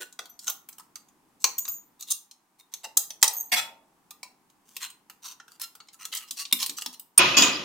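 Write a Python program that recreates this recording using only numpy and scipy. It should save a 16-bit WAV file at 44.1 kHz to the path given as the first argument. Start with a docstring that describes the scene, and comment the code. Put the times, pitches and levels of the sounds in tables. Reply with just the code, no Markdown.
"""First comes a short scratch and a soft hollow bump over a quiet hum: pliers are working a metal sheet.
Their jaws slide along its edge, bite with sharp clicks and catch with thin pings; the sheet booms as it
bends, and three snaps carry a dull thump. Midway the metal rasps over the bench top. At the end the tool
lands on the steel bench and bounces twice. The close walls of a small workshop add a short echo."""
import sys
import numpy as np
from scipy import signal
from scipy.fft import rfft, irfft
from scipy.io import wavfile
from scipy.ndimage import map_coordinates

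SR = 44100
rng = np.random.default_rng(int(sys.argv[2]) if len(sys.argv) > 2 else 0)


def master_out(mix):
    """Clip the mix to full scale and print it as 16-bit PCM to the path in sys.argv[1]."""
    frames = np.transpose(np.atleast_2d(mix))
    ceiling = np.clip(frames, -1, 1)
    pcm = np.round(ceiling * 32767).astype(np.int16)
    wavfile.write(sys.argv[1], SR, pcm)


N = 336924
T = np.arange(SR // 2) / SR  # time inside one sound, in seconds
HZ = np.fft.rfftfreq(len(T), 1 / SR)  # the frequencies in one sound


def amp(db):
    """Turn decibels into a number to multiply by."""
    return 10 ** (np.asarray(db) / 20)


def unit(x):
    """Scale a signal to an average strength (rms) of 1."""
    return x / np.sqrt(np.mean(x ** 2) + 1e-20)


def along(points, hz):
    """Read a curve of (frequency, value) points, spaced like musical pitch."""
    f, v = np.transpose(points)
    return np.interp(np.log(hz + 1), np.log(f + 1), v)


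def wobble(knots, size):
    """A smooth curve through random points; more knots make it wiggle faster."""
    return map_coordinates(rng.standard_normal(1024), [np.linspace(0, knots, size)], mode="wrap")


def add(track, s, sound):
    """Mix a sound in at s seconds."""
    part = track[:, max(round(s * SR), 0):][:, :sound.shape[-1]]
    part += sound[..., :part.shape[-1]]


def noise(gain, alike, size=len(T)):
    """Stereo noise coloured by gain; alike says how similar left and right are."""
    turn = np.arccos(np.clip(along(alike, np.fft.rfftfreq(size, 1 / SR)), -1, 1)) / 2
    spectrum = rfft(rng.standard_normal((2, size))) * gain
    mid, side = irfft(spectrum * [np.cos(turn), np.sin(turn)], size)
    return unit(np.array([mid + side, mid - side]))


def fade(t60, attack):
    """Rise quickly, then die away. The fade time t60 is the seconds it takes to drop 60 dB."""
    return amp(-60 * T / max(t60, 1e-3)) * (1 - np.exp(-T / attack))


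def dying(x, t60s):
    """Let each frequency die at its own speed."""
    hz, t, spectrum = signal.stft(x, SR, nperseg=256)
    decay = amp(-60 * t / along(t60s, hz)[:, None])
    return signal.istft(spectrum * decay, SR, nperseg=256)[1][:, :len(T)]


def ring(modes, scatter_db=7.0, spread=0.088, attack=0.0014, waver_db=7.5):
    """Struck metal rings at its own notes (modes), which waver as it rattles and differ with each hit."""
    out = np.zeros((2, len(T)))
    for hz, db, t60 in modes:
        phase = rng.uniform(0, 2 * np.pi) + spread * rng.standard_normal((2, 1))  # one for each ear
        waver = np.interp(T, np.linspace(0, T[-1], 40), rng.standard_normal(40))
        strength = amp(db + scatter_db * rng.standard_normal() + waver_db * waver)
        out += strength * fade(t60, attack) * np.sin(2 * np.pi * hz * T + phase)
    return out


def ripple(depth_db, spacing_hz):
    """A plate's crowded notes put random peaks and dips in its tone."""
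    return amp(depth_db * wobble(HZ[-1] / spacing_hz, len(HZ)))


def stroke(length, release, rough_db, arch, slips_per_s=330):
    """Loudness of a slide: pressure swells and eases while the metal sticks and slips."""
    grip = unit(amp(rough_db * wobble(slips_per_s * T[-1], len(T))))
    pressure = np.abs(np.sin(np.pi * np.minimum(T / length, 1))) ** max(arch, .15) * (T < length)
    keep = np.exp(-1 / (release * SR))
    return signal.lfilter([1 - keep], [1, -keep], grip * pressure)


# How long the walls echo: f/Hz, fade/s
ECHO_FADE = [(200, 0.49), (600, 0.68), (1400, 0.34), (3700, 0.28), (8000, 0.24), (15000, 0.26)]
# How alike both ears hear the room: f/Hz, likeness (1 = the same)
ROOM_ALIKE = [(100, 0.78), (600, .8), (1400, 0.25), (3000, .15), (7000, 0.23), (15000, 0.93)]
def in_room(x, wet_db):
    """A sound plus its blurred echo from the workshop walls."""
    tail = dying(noise(1, ROOM_ALIKE), ECHO_FADE) * (1 - np.exp(-(T / 0.0039) ** 2))
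    echo = signal.fftconvolve(x[:1], tail / np.linalg.norm(tail[0]), axes=1)[:, :len(T)]
    return x + amp(wet_db) * echo


# The hum's slow drift: t/s, level/dB
HUM_DRIFT = [(0.0, -72), (1.82, -68), (2.31, -78.5), (3.24, -68.5), (5.81, -73.5), (6.56, -73.5),
             (6.72, -68), (7.1, -75)]
# Tone of the hum: f/Hz, level/dB
HUM_COLOUR = [(25, -15), (100, -12.5), (170, -1), (300, 0.5), (420, -6), (700, -20), (2000, -47)]
# Tone of the hiss: f/Hz, level/dB
HISS_COLOUR = [(200, -12.5), (550, -4), (800, 10.5), (1030, 10), (1350, 2.5), (2000, -1), (4000, -7),
               (8000, -5.5), (15000, -11)]
def room_tone():
    """A low hum drifts slowly, and a soft hiss partly follows it."""
    hum_db = np.interp(np.arange(N) / SR, *np.transpose(HUM_DRIFT))
    hiss_db = -69 + 0.37 * (hum_db - hum_db.mean())
    hz = np.fft.rfftfreq(N, 1 / SR)
    hum = noise(amp(along(HUM_COLOUR, hz)), ROOM_ALIKE, size=N)
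    hiss = noise(amp(along(HISS_COLOUR, hz)), ROOM_ALIKE, size=N)
    return amp(hum_db) * hum + amp(hiss_db) * hiss


# The sheet's tone as the grip moves: t/s, hollow note/Hz, bright note/Hz, edge level/dB
GRIP = [(0.2, 1487, 3750, -5), (0.5, 1394, 6240, -3), (1.44, 1060, 5930, 0), (1.659, 1230, 6300, -1),
        (2.11, 1207, 6400, 4), (2.97, 818, 5920, -2.5), (3.25, 886, 5830, 1), (4.11, 1210, 4700, -8.5),
        (4.231, 1000, 2388, -7), (4.83, 1090, 2460, 3.5), (5.28, 1400, 6170, -6), (5.619, 1365, 5280, -5),
        (6.15, 1292, 3100, 0.5), (6.53, 996, 4000, 11.5), (6.9, 1268, 4970, 6.5)]
def grip_at(s, body_db):
    """Where the jaws hold the sheet sets its two main notes and how loud its edge sounds."""
    times, *columns = np.transpose(GRIP)
    hollow_hz, bright_hz, edge_db = (np.interp(s, times, column) for column in columns)
    return hollow_hz, bright_hz, edge_db + 0.56 * body_db  # more body brings more edge


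# Borders of five bands, low to high (knock, body, edge, treble, fizz): f/Hz
BAND_BORDERS = [150, 600, 1800, 4500, 9000, 16000]
def sheet_colour(knock_db, body_db, edge_db, fizz_db, hollow_hz, bright_hz):
    """The sheet's tone: broad bands, set against the treble, with peaks at its two main notes."""
    borders = np.array(BAND_BORDERS)
    per_hz = np.array([knock_db, body_db, edge_db, 0, fizz_db]) - 10 * np.log10(np.diff(borders))
    centres = np.sqrt(borders[1:] * borders[:-1])
    bands = along(np.c_[centres, per_hz], HZ)
    into_air = along([(40, -19.5), (200, -10.5), (400, -3.5), (650, -4.5), (1000, -5), (1800, -5),
                      (2400, -4), (4000, 1.5), (4900, -2), (6300, -0.5), (8200, 2.5), (10500, -1),
                      (14500, 2), (16000, -3), (18000, -25)], HZ)
    hollow = 9 / (1 + ((HZ - hollow_hz) / 130) ** 2)
    overtone = 6 / (1 + ((HZ - 2.27 * hollow_hz) / 140) ** 2)
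    bright = 7 / (1 + ((HZ - bright_hz) / 320) ** 2)
    bass_cut = -9 * np.clip(np.log2(0.73 * hollow_hz / (HZ + 1)), 0, 1)  # a held sheet gives little bass
    colour_db = bands + into_air + hollow + overtone + bright + bass_cut
    return amp(colour_db) * ripple(depth_db=4.6, spacing_hz=260)


# How alike both ears hear a close sound: f/Hz, likeness (1 = the same)
NEAR_ALIKE = [(200, 1), (900, 0.95), (2000, 1), (6000, 0.49), (15000, 0.5)]
# The jaws slide on the sheet: t/s, length/s, level/dB, body/dB, bright note/Hz
SLIDES = [(-0.005, 0.044, -36.5, -2, 2500), (0.393, 0.11, -49.5, -20, 6900),
          (0.465, 0.045, -30.5, -4, 6000), (0.791, 0.02, -48, -8, 8300), (1.395, 0.06, -48.5, -27, 7940),
          (1.992, 0.051, -40.5, -24, 4120), (2.068, 0.078, -38.5, -25, 3780),
          (2.102, 0.025, -20, -39.5, 6320), (2.582, 0.038, -56.5, -18, 3690),
          (2.716, 0.02, -55, -7.5, 3850), (2.832, 0.032, -38, 1.5, 4400), (3.21, 0.041, -37, -25, 4600),
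          (4.648, 0.11, -60.5, -14.5, 8060), (4.738, 0.035, -52, -16, 6600),
          (4.799, 0.074, -36.5, -9, 2490), (5.219, 0.12, -39, -5, 5880), (5.492, 0.082, -57.5, -7, 4700),
          (5.606, 0.047, -33, -7, 5330), (5.925, 0.033, -50, -20, 4730), (5.986, 0.078, -46, 0, 5960),
          (6.116, 0.078, -32, -10, 3100), (6.195, 0.056, -46, -2, 2950), (6.27, 0.033, -48.5, -16, 5200),
          (6.363, 0.077, -32, -18.5, 4600), (6.509, 0.0074, -39, -13, 3550),
          (6.584, 0.069, -30.5, -19.5, 6000), (6.764, 0.037, -34.5, -35, 6000),
          (6.924, 0.028, -44, -20, 5600)]
def slides():
    """The jaws scratch along the sheet in tiny slips, which keep it ringing."""
    out = np.zeros((2, N))
    for s, length, db, body_db, bright_hz in SLIDES:
        hollow_hz, _, edge_db = grip_at(s, body_db)
        knock_db, fizz_db = body_db - 35.5, -5
        slips = stroke(length, release=.0007, rough_db=4.4, arch=.9, slips_per_s=480)
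        colour = sheet_colour(knock_db, body_db, edge_db, fizz_db, hollow_hz, bright_hz)
        scratch = slips * noise(colour, NEAR_ALIKE)
        modes = [(hollow_hz, 0.5 * body_db - 5.5, .075), (bright_hz, -5, .04),
                 (2780, edge_db - 8, .09), (4130, edge_db - 7, .08)]
        sheet = ring(modes, scatter_db=2, waver_db=7) / np.sqrt(SR * .01)
        tugs = slips * rng.standard_normal(len(T))
        ringing = signal.fftconvolve(sheet, [tugs], axes=1)[:, :len(T)]
        add(out, s, amp(db) * in_room(scratch + ringing, wet_db=-9))
    return out


# The sheet bends: t/s, f/Hz, level/dB
BENDS = [(0.002, 483, -45), (0.192, 508, -49), (0.483, 797, -47), (1.446, 513, -41.5), (2.845, 560, -52.5),
         (2.974, 599, -47.5), (3.227, 513, -46), (6.309, 230, -59), (6.525, 239, -40.5), (6.691, 283, -45),
         (6.863, 248, -49)]
def bends():
    """The whole sheet gives way with a hollow bump, a cluster of low notes."""
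    out = np.zeros((2, N))
    for s, hz, db in BENDS:
        octaves = np.log2((HZ + 1) / hz)
        colour = amp(-16 * octaves ** 2) * ripple(depth_db=2, spacing_hz=72)
        boom = noise(colour, ROOM_ALIKE) * fade(.2, attack=.005)
        modes = [(hz, db - 3, .25), (hz * .76, db - 10, .17), (hz * 1.23, db - 9, .15)]
        notes = ring(modes, scatter_db=5.5, spread=.1, attack=.004, waver_db=2)
        add(out, s, notes + amp(db - 3.5) * boom)
    return out


# The sheet's own notes: f/Hz, level/dB, fade/s
SHEET_NOTES = [(453, -12, 0.41), (568, -9, 0.097), (817, -5.5, 0.29), (1084, -6.5, .22), (1467, -14, 0.18),
               (1890, -10, 0.33), (2470, -6.5, 0.08), (2710, -2, .22), (3410, -7.5, .16), (4070, -3, 0.16)]
# The jaws bite or the sheet snaps: t/s, level/dB, body/dB, fizz/dB
BITES = [(0.1254, -39.5, -20, -5), (0.1899, -29, 3, -8), (0.2553, -38.5, -6, -6), (0.391, -31, -32, -10),
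         (0.4786, -16, -7, -9.5), (0.4987, -24.5, -20, 5.5), (0.6873, -37, -6, 4.5),
         (0.7272, -40.5, -15, -9), (0.7825, -44, 2, 7), (0.9561, -30.5, -8, -5), (1.4419, -4.5, -11.5, -10),
         (1.5834, -23.5, -30, -8), (1.6526, -26, -11, -10), (1.6788, -30, -5, -2.5),
         (2.0243, -28, -32, -22), (2.1097, -15.5, -57, -8), (2.3111, -37, -22, -15),
         (2.7375, -21.5, -21, -12), (2.8427, -28, -24, -16), (2.9715, -4, -27, -2),
         (3.1042, -24.5, -17, -15), (3.2269, 1, -13, -5), (3.2404, -11.5, -10.5, -9),
         (3.2779, -10, -36.5, -6.5), (4.107, -32.5, -3.5, -3.5), (4.2301, -28.5, -3, -12),
         (4.7656, -24, -17.5, -8.5), (4.9014, -38, -22, -1), (5.0977, -42, 5.5, 0),
         (5.3995, -39.5, 2, -31.5), (5.4798, -52.5, 9.5, -3), (5.597, -35.5, -5, 0),
         (5.6163, -27.5, -19, 4), (5.7515, -43.5, 1.5, 3), (5.8023, -40.5, 2, -23.5), (5.885, -40, -8, -27),
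         (6.0519, -24.5, -11, -6), (6.127, -25, -9, -27), (6.1493, -26, -26, 2), (6.1728, -22.5, -34, -8),
         (6.3085, -20, -28.5, -6.5), (6.4519, -26, -27, -35), (6.5254, -10.5, -20, 5),
         (6.6277, -20, -10, 0), (6.6612, -17.5, -26, -3.5), (6.6946, -20, -24, -7), (6.784, -38.5, 0, -15),
         (6.8107, -29, -33, -8), (6.8198, -26.5, -13, -4), (6.8606, -22, -12.5, -4),
         (6.996, -39.5, -20, 11)]
def clicks(bites):
    """Each bite is a crack that the hand stops at once, a brief rattle and a faint ring of the sheet."""
    out = np.zeros((2, N))
    for s, db, body_db, fizz_db in bites:
        hollow_hz, bright_hz, edge_db = grip_at(s, body_db)
        knock_db = body_db - 25
        rattle_db = -25.5 - 0.25 * db + 1.9 * wobble(120, len(T))  # a loose bite has more rattle in it
        rattle = amp(rattle_db) * fade(.09, attack=0.0053)
        colour = sheet_colour(knock_db, body_db, edge_db, fizz_db, hollow_hz, bright_hz)
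        crack = noise(colour, NEAR_ALIKE) * (fade(0.029, attack=0.0012) + rattle)
        all_bands = np.linalg.norm(amp([knock_db, body_db, edge_db, 0, fizz_db]))
        body_ring = ring(SHEET_NOTES + [(hollow_hz, 7, .2)], scatter_db=1.5, waver_db=4.5)
        bright_ring = ring([(bright_hz, 0, .07)])
        sheet = amp(0.79 * body_db - 25.5) * body_ring + amp(-30.5) * bright_ring
        add(out, s, amp(db - 1.79) * (in_room(all_bands * crack, wet_db=-8.5) + sheet))
    return out


# The jaws catch: t/s, lower note/Hz, upper note/Hz, level/dB
PINGS = [(0.294, 6030, 12140, -44), (1.581, 6805, 14360, -15.5), (1.684, 6731, 14380, -20),
         (1.715, 6731, 14250, -25.5), (2.969, 6300, 14430, -17.5), (3.332, 6550, 14000, -28.5),
         (3.365, 6510, 14030, -24.5), (3.4, 6500, 13940, -27.5)]
def pings():
    """The jaws catch on the edge and ring thin and high; rubbing blurs the notes."""
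    out = np.zeros((2, N))
    for s, low_hz, high_hz, db in PINGS:
        modes = [(low_hz, -10.5, .2), (high_hz, 0, .14), (low_hz * 1.235, -22.5, .15)]
        steel = ring(modes, scatter_db=3.5, waver_db=0.1)
        rub = unit(amp(4 * wobble(220, len(T))))
        add(out, s, amp(db + 2) * in_room(steel * rub, wet_db=-4))
    return out


def handling_ticks(typical_per_s=1.3, body_db=-10, fizz_db=-5.5):
    """Handling the sheet makes faint clicks at random moments until the tool lands."""
    chance = rng.standard_normal((64, 2))
    times = np.cumsum(np.exp(0.5 * chance[:, 0])) / typical_per_s
    levels_db = -56.5 + 3 * chance[:, 1]
    return clicks([(s, db, body_db, fizz_db) for s, db in zip(times, levels_db) if s < LANDINGS[0][0]])


# Dull thumps under sharp snaps: t/s, level/dB
THUMPS = [(1.583, -57), (2.971, -40), (3.229, -37.5)]
def thumps(rise_s=0.0011):
    """A short, dull low thump under a sharp snap, the same in both ears."""
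    out = np.zeros((2, N))
    for s, db in THUMPS:
        add(out, s, amp(db) * T / rise_s * np.exp(1 - T / rise_s))
    return out


# Tone of the grinding: f/Hz, level/dB
RASP_COLOUR = [(59, -58), (100, -36), (206, -22.5), (676, -13.5), (721, -8), (1680, -7), (1830, 6),
               (2130, -2), (6840, -10), (8830, -8.5), (10900, -17), (14100, -12.5), (16000, -24.5)]
# Notes of the dragged metal: f/Hz, level/dB, fade/s
RASP_NOTES = [(732, -6, .28), (863, -9, .3), (910, -3, .55), (1464, -9, .33), (1828, -8, .22),
              (1981, -4, .22), (2290, -8, .27), (2620, -11, .35), (3400, -9, .22)]
# Metal drags on the bench: t/s, length/s, level/dB
RASPS = [(3.517, 0.033, -19.5), (3.559, 0.043, -25)]
def rasps():
    """Metal chatters over the bench top and rings on."""
    out = np.zeros((2, N))
    for s, length, db in RASPS:
        colour = amp(along(RASP_COLOUR, HZ)) * ripple(depth_db=5.5, spacing_hz=91.1)
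        grind = noise(colour, ROOM_ALIKE) * stroke(length, release=0.0018, rough_db=-1.5, arch=0.15)
        grind = in_room(grind, wet_db=-6)
        ringing = amp(-16) * ring(RASP_NOTES, attack=0.0071, waver_db=3.5)
        add(out, s, amp(db) * (grind + ringing))
    return out


# Tone of the tool hitting steel: f/Hz, level/dB
CLASH_COLOUR = [(180, -31), (300, -2.5), (478, -26), (656, -13), (1140, -41), (1300, -6), (1430, -29),
                (2100, -16), (2280, -34), (2520, 2), (3640, -10), (6740, 2), (7950, -22), (8790, -23.5),
                (16000, -28.5)]
# Tone of the shaking bench: f/Hz, level/dB
BENCH_COLOUR = [(18, -40), (30, -24.5), (204, -14), (245, -20), (311, 0.5), (437, -11), (554, -3.5),
                (616, -4.5), (1070, 0), (2060, -3.5), (2540, 2.5), (6720, -15), (8080, -37), (12000, -26.5),
                (16000, -76)]
# How long the bench shakes: f/Hz, fade/s
BENCH_FADE = [(100, 1), (300, 0.95), (900, 0.63), (3000, 0.76), (7000, 1), (14000, 0.77)]
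# The bench's own notes: f/Hz, level/dB, fade/s
BENCH_NOTES = [(208, -4, 0.98), (276.5, -9, 1.0), (355, 2, 0.21), (569, -2.5, 0.75), (1081, 2, 0.36),
               (1344, -3, 0.18), (1720, -3, 0.21), (2200, -12, 0.44), (3800, -7, .4), (5000, -13, .4)]
# The tool's own notes: f/Hz, level/dB, fade/s
TOOL_NOTES = [(1950, -34, 0.37), (2480, 0, 0.31), (2603, -1.5, 0.23), (2460, 7, 0.089), (2600, -8, 0.11),
              (2730, -30, 0.317), (2750, -20, 0.18), (3370, -10.5, 0.25), (4920, -15, 0.48),
              (5400, -19, 0.34), (6460, -29, 0.17), (6700, -25.5, 1)]
# The tool lands and bounces: t/s, contact length/s, clash/dB, bench/dB, tool ring/dB
LANDINGS = [(7.176, 0.016, -24, -22, -59), (7.191, 0.0036, -32, -15.5, -25), (7.278, 0.017, -61, -49, -63),
            (7.338, 0.016, -56, -33, -34.5), (7.368, 0.019, -12.5, -20.5, -21.5),
            (7.4209, 0.0038, -10.5, -22.5, -19)]
def landings():
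    """The tool clashes on the bench; the whole bench shudders and the tool rings near 2500 Hz."""
    out = np.zeros((2, N))
    bench_colour = amp(along(BENCH_COLOUR, HZ)) * ripple(depth_db=3, spacing_hz=40.4)
    for s, length, clash_db, bench_db, tool_db in LANDINGS:
        colour = amp(along(CLASH_COLOUR, HZ)) * ripple(depth_db=7, spacing_hz=176.8)
        clash = noise(colour, ROOM_ALIKE) * stroke(length, release=0.00075, rough_db=0.5, arch=0.15)
        shudder = dying(noise(bench_colour, ROOM_ALIKE), BENCH_FADE) * (1 - np.exp(-T / 0.0018))
        bench = shudder + amp(-18) * ring(BENCH_NOTES, spread=0.46, attack=0.0029)
        clash = in_room(clash, wet_db=3)
        tool = ring(TOOL_NOTES, scatter_db=5, waver_db=6.5)
        add(out, s, amp(clash_db) * clash + amp(bench_db) * bench + amp(tool_db) * tool)
    # the first hard touch is a short, shrill clink
    clink_db = along([(3000, -47.5), (4500, -14), (8200, -20.5), (8800, 9), (9200, -5), (9700, -11.5),
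                      (15500, -15.5), (17000, -31)], HZ)
    clink = noise(amp(clink_db), NEAR_ALIKE) * fade(0.039, attack=0.0017)
    add(out, 7.1772, amp(2.5) * clink)
    return out


def scene():
    """Everything at the workbench, added together."""
    sheet_work = clicks(BITES) + slides() + pings() + bends() + thumps()
    return sheet_work + rasps() + landings() + room_tone() + handling_ticks()


def record(dry, top_hz=16100):
    """Round off the loudest peaks and cut the very highest treble."""
    rounded = dry / (1 + np.abs(dry) ** 6) ** (1 / 6)
    hz = np.fft.rfftfreq(N, 1 / SR)
    return irfft(rfft(rounded) / (1 + (hz / top_hz) ** 120), N)


dry = scene()
out = record(dry)
master_out(out)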